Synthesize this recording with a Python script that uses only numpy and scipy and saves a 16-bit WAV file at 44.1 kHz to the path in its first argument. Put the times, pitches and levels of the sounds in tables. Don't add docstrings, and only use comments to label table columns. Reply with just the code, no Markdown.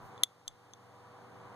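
import sys
import numpy as np
from scipy import signal
from scipy.fft import rfft, irfft
from scipy.io import wavfile
from scipy.ndimage import uniform_filter1d

SR = 44100
rng = np.random.default_rng(int(sys.argv[2]) if len(sys.argv) > 2 else 0)


def log_audio(samples):
    frames = np.atleast_2d(samples).T
    limited = np.clip(frames, -1, 1)
    pcm = np.round(limited * 32767).astype(np.int16)
    wavfile.write(sys.argv[1], SR, pcm)


def gain_from_db(level_db):
    decades = np.asarray(level_db, float) / 20
    return 10 ** decades


N = 68355
LEFT_RIGHT = np.array([[1], [-1]])


def colour(points, count):
    points = np.array(points)
    f = np.arange(N // 2 + 1) * SR / N + 1
    gain_db = np.interp(np.log(f), np.log(points[:, 0]), points[:, 1])
    x = irfft(rfft(rng.standard_normal((count, N))) * gain_from_db(gain_db), N)
    return x / x.std()


def walk(rate_hz):
    k = int(SR / rate_hz)
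    wander = uniform_filter1d(uniform_filter1d(rng.standard_normal(N), k), k)
    return (wander - wander.mean()) / wander.std()


def lowpass(x, order, hz):
    return signal.sosfilt(signal.butter(order, hz, fs=SR, output="sos"), x)


def lows_in_phase(x, hz):
    return signal.sosfiltfilt(signal.butter(2, hz, fs=SR, output="sos"), x)


def decay(t, t60_s):
    return np.exp(-np.log(1000) * t / t60_s)


SNAP_S, DUCK_DB, GRAB_S, HOLD_S = 0.2369, -12, 0.00092, 0.121
EARLY_RECOVER_DB_PER_S, RECOVER_DB_PER_S = 13, 9.5


def duck_db():
    t = np.arange(N) / SR - SNAP_S
    recovery = np.minimum(DUCK_DB + RECOVER_DB_PER_S * np.maximum(t - HOLD_S, 0), 3)
    grabbed = 1 / (1 + np.exp(np.clip(-t / GRAB_S, -50, 50)))
    return recovery * grabbed + EARLY_RECOVER_DB_PER_S * np.minimum(t, 0)


# f/Hz, level/dB per Hz
AIR = [(40, -22), (75, -15), (130, -1.5), (400, -5.5), (800, 0.5), (1150, 0.5), (1600, -10), (2600, -29)]
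AIR_DB, AIR_SIDE_DB, AIR_ALIKE_HZ, AIR_TOP_HZ = -53.5, -11.5, 890, 2695


def air():
    mid, side = lowpass(colour(AIR, count=2), 4, AIR_TOP_HZ) * gain_from_db(0.75 * walk(2.3))
    side = gain_from_db(AIR_SIDE_DB) * lowpass(side, 1, AIR_ALIKE_HZ)
    return gain_from_db(AIR_DB) * np.array([mid + side, mid - side])


# f/Hz, level/dB rms
HUM = [(163, -77.5), (728, -74.5), (1110, -77), (1172, -75.5)]
# multiple of the shaft rate, level/dB rms
MOTOR = [(1, -69.5), (2, -72), (3, -74.5), (4, -68), (5, -64.5), (6, -76.5), (7, -78.5), (8, -66.5),
         (10, -70)]
MOTOR_HZ, MAINS_HZ, MAINS_DB = 97.7, 120.2, -66
WOBBLE_RAD = 1.6


def fan():
    t = np.arange(N) / SR
    orders = [(round(k) * MOTOR_HZ, db) for k, db in MOTOR]
    out = air()
    for hz, db in HUM + [(MAINS_HZ, MAINS_DB)] + orders:
        phase = rng.uniform(0, 2 * np.pi) + WOBBLE_RAD * (hz / 1000) ** 2 * walk(23)
        port_phase = .55 * rng.uniform(-1.8, 1) * LEFT_RIGHT
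        level = np.sqrt(2) * gain_from_db(db + 3 + walk(4))
        out += level * np.sin(2 * np.pi * hz * t + phase + port_phase)
    return out * gain_from_db(duck_db())


# f/Hz, level/dB per Hz
HISS = [(300, -27), (1000, 1), (2000, 0), (3200, -8), (6000, -15), (10000, -20), (15000, -28.5)]
HISS_DB, HISS_DUCK_SHARE, HISS_DUCK_HZ = -64.5, 0.26, 3130


def hiss():
    x = gain_from_db(HISS_DB) * colour(HISS, count=2)
    low = lows_in_phase(x, HISS_DUCK_HZ)
    return low * gain_from_db(duck_db()) + (x - low) * gain_from_db(HISS_DUCK_SHARE * duck_db())


def bursts(table):
    t, out = np.arange(N) / SR, 0
    for at, length, db, hz in table:
        band = [(hz / 3, -35), (hz / 2.4, 0), (hz * 2.0, 0), (hz * 2, -20), (hz * 8, -70)]
        out = out + gain_from_db(db) * colour(band, count=2) * np.exp(-((t - at) / length) ** 2)
    return out


# t/s, length/s, level/dB, f/Hz
THUMPS = [
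    (.04, 0.0434, -61.5, 40.5),
    (.5, 0.048, -63.5, 51),
    (.75, 0.028, -69.5, 56),
    (1.44, .03, -67, 40.33),
]
THUMP_RIGHT = -.6


def hand_thumps():
    return bursts(THUMPS)[:1] * np.array([[1], [THUMP_RIGHT]])


# t/s, length/s, level/dB, f/Hz
RUBS = [
    (.06, 0.0493, -73.5, 9100),
    (.15, 0.063, -78.5, 4067),
]


def finger_rubs():
    return bursts(RUBS)


MID_FROM_HZ, MID_TO_HZ, HIGH_FROM_HZ, BODY_TO_HZ = 5000, 7000, 8000, 2500
BODY_SHARE = .9
CRACK_S = .0006


def strike(contacts, modes, crack_db):
    out, t = np.zeros(N), np.arange(8192) / SR
    modes = np.array(modes)
    hz, mode_db, t60 = modes[:, :1], modes[:, 1:2], modes[:, 2:]
    in_mid = (hz > MID_FROM_HZ) & (hz < MID_TO_HZ)
    phases = .3 * rng.standard_normal((len(contacts), len(modes))) + np.pi * np.arange(len(modes))
    for (at, db, mid_db, high_db, push_ms), phase in zip(contacts, phases):
        band_db = np.where(hz > HIGH_FROM_HZ, high_db, np.where(in_mid, mid_db, 0))
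        gain = gain_from_db(mode_db + band_db + BODY_SHARE * db * (hz < BODY_TO_HZ))
        tones = np.sin(2 * np.pi * hz * t + phase[:, None])
        ring = (gain * tones * decay(t, t60)).sum(axis=0)
        crack = gain_from_db(crack_db + high_db) * np.diff(rng.standard_normal(8193)) * np.exp(-t / CRACK_S)
        push = 1 - np.exp(-t * 1000 / push_ms)
        i = int(at * SR)
        out[i:i + 8192] += gain_from_db(db) * (ring + crack) * push / 2
    return out


# t/s, level/dB, mid-case modes/dB, high modes/dB, push/ms
CONTACTS = [(.1775, -41, 0, -20.5, 0.36), (.1795, -46, 0.5, -21, 0.4), (.23314, -23.5, -4, -16, 1.1),
            (.23455, -12, 3, 11, 0.3), (.23484, -1, 3.5, 7.5, 0.411), (.2382, -7.5, -4.5, -12.5, .3),
            (.2413, -13.5, -9, -6, .3), (0.4746, -38.5, -11, -21.5, 0.5), (0.4787, -11, 7, 1.5, 0.197),
            (.4800, -15, -1.5, -4.5, 0.083), (.7353, -30.5, 12, -3.5, 0.1434),
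            (.7361, -42.5, 17.5, -8, 0.424), (.2356, -12, 7, -3, .2), (.4810, -20.5, -4.5, -10.5, 0.166)]
# f/Hz, level/dB, t60/s
CASE = [(1068, -21.5, 0.0051), (2093, -15, 0.018), (3123, -13, 0.0075), (3446.3, 1, 0.016),
        (3399, -24, 0.066), (3526, -29, 0.093), (4073, -9.5, 0.0042), (4749, -16, .012),
        (5134.5, -18, 0.0071), (6298, -5.5, 0.01), (8223, -8.5, .005), (10100, -3.5, 0.0032),
        (11607, -16.5, 0.006), (14850, -14.5, .005)]


def case():
    return strike(CONTACTS, CASE, crack_db=-17)


# f/Hz, level/dB, t60/s
LEVERS = [(680, -17.5, 0.0058), (1520, -23.5, 0.0027), (2656, -19.5, 0.018), (7110, -7, 0.0092),
          (8730, -14.5, 0.0043), (11935, -11.5, .006), (3486, -34.5, 0.16), (3620, -34, .07),
          (330.22, -26.5, 0.0091), (4510, -20, .005)]


def levers():
    return strike(CONTACTS, LEVERS, crack_db=-np.inf)


# f/Hz, level/dB per Hz
RATTLE = [(500, -24.5), (2500, -7), (6000, 1.5), (11500, -3.5), (13000, -14), (15000, -6.5)]
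RATTLE_DB, RATTLE_T60_S, RATTLE_GRAIN_DB = -31.5, .035, 2.5
RATTLE_STEEP = 1.7


def rattle():
    t, env = np.arange(N) / SR, 0
    for at, db, *_ in CONTACTS:
        since = np.maximum(t - at, 0)
        onset = np.minimum(since / 0.001, 1)
        env = env + gain_from_db(RATTLE_STEEP * db) * onset * decay(since, RATTLE_T60_S)
    return gain_from_db(RATTLE_DB + RATTLE_GRAIN_DB * walk(600)) * env * colour(RATTLE, count=1)[0]


# t/s, level/dB, mid modes/dB, high modes/dB, push/ms
PLUCKS = [
    (.2365, -22, 0, 0, 0.41),
    (.4793, -17.5, 0, 0, 0.197),
    (.738, -51.5, 0, 0, .3),
]
# f/Hz, level/dB, t60/s
SPRING = [(7480, 0, .022)]


def spring():
    return strike(PLUCKS, SPRING, crack_db=-np.inf)


def watch():
    return case() + levers() + rattle() + spring()


TAIL_DB, TAIL_T60_S, TAIL_HZ = -42, 0.2, 6900


def room(x):
    t = np.arange(N) / SR
    tail = colour([(500, -12), (TAIL_HZ, 0), (16000, -12)], count=2) * decay(t, TAIL_T60_S)
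    tail = tail * np.minimum(t / 0.0095, 1)
    return gain_from_db(TAIL_DB) * signal.fftconvolve(x[None], tail, axes=1)[:, :N] / 10


def late(x, lag_s):
    return irfft(rfft(x) * np.exp(-2j * np.pi * np.arange(N // 2 + 1) * SR / N * lag_s), N)


FAR_PORT_DB, FAR_PORT_LAG_S, FAR_PORT_HZ = -7, .000385, 6500


def at_ports(w):
    treble = w - lows_in_phase(w, FAR_PORT_HZ)
    far = gain_from_db(FAR_PORT_DB) * late(treble, FAR_PORT_LAG_S)
    return (np.array([w, far]) + room(w)) * gain_from_db(duck_db())


def cut(x, hz):
    return signal.sosfilt(signal.ellip(8, .2, 70, hz, fs=SR, output="sos"), x)


STEER_LAG, STEER_DB = 17, -.5


def steer(ports):
    return ports - gain_from_db(STEER_DB) * np.roll(ports[::-1], STEER_LAG, axis=1)


HISS_TOP_HZ, TOP_HZ = 15200, 15350


def scene():
    ports = lowpass(at_ports(watch()), 16, TOP_HZ)
    ports = ports + cut(hiss() + finger_rubs(), HISS_TOP_HZ)
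    return steer(ports) + fan() + hand_thumps()


def roll_off(x):
    return signal.sosfilt(signal.butter(12, 16630, fs=SR, output="sos"), x)


def record(dry):
    return roll_off(dry)


dry = scene()
out = record(dry)
log_audio(out)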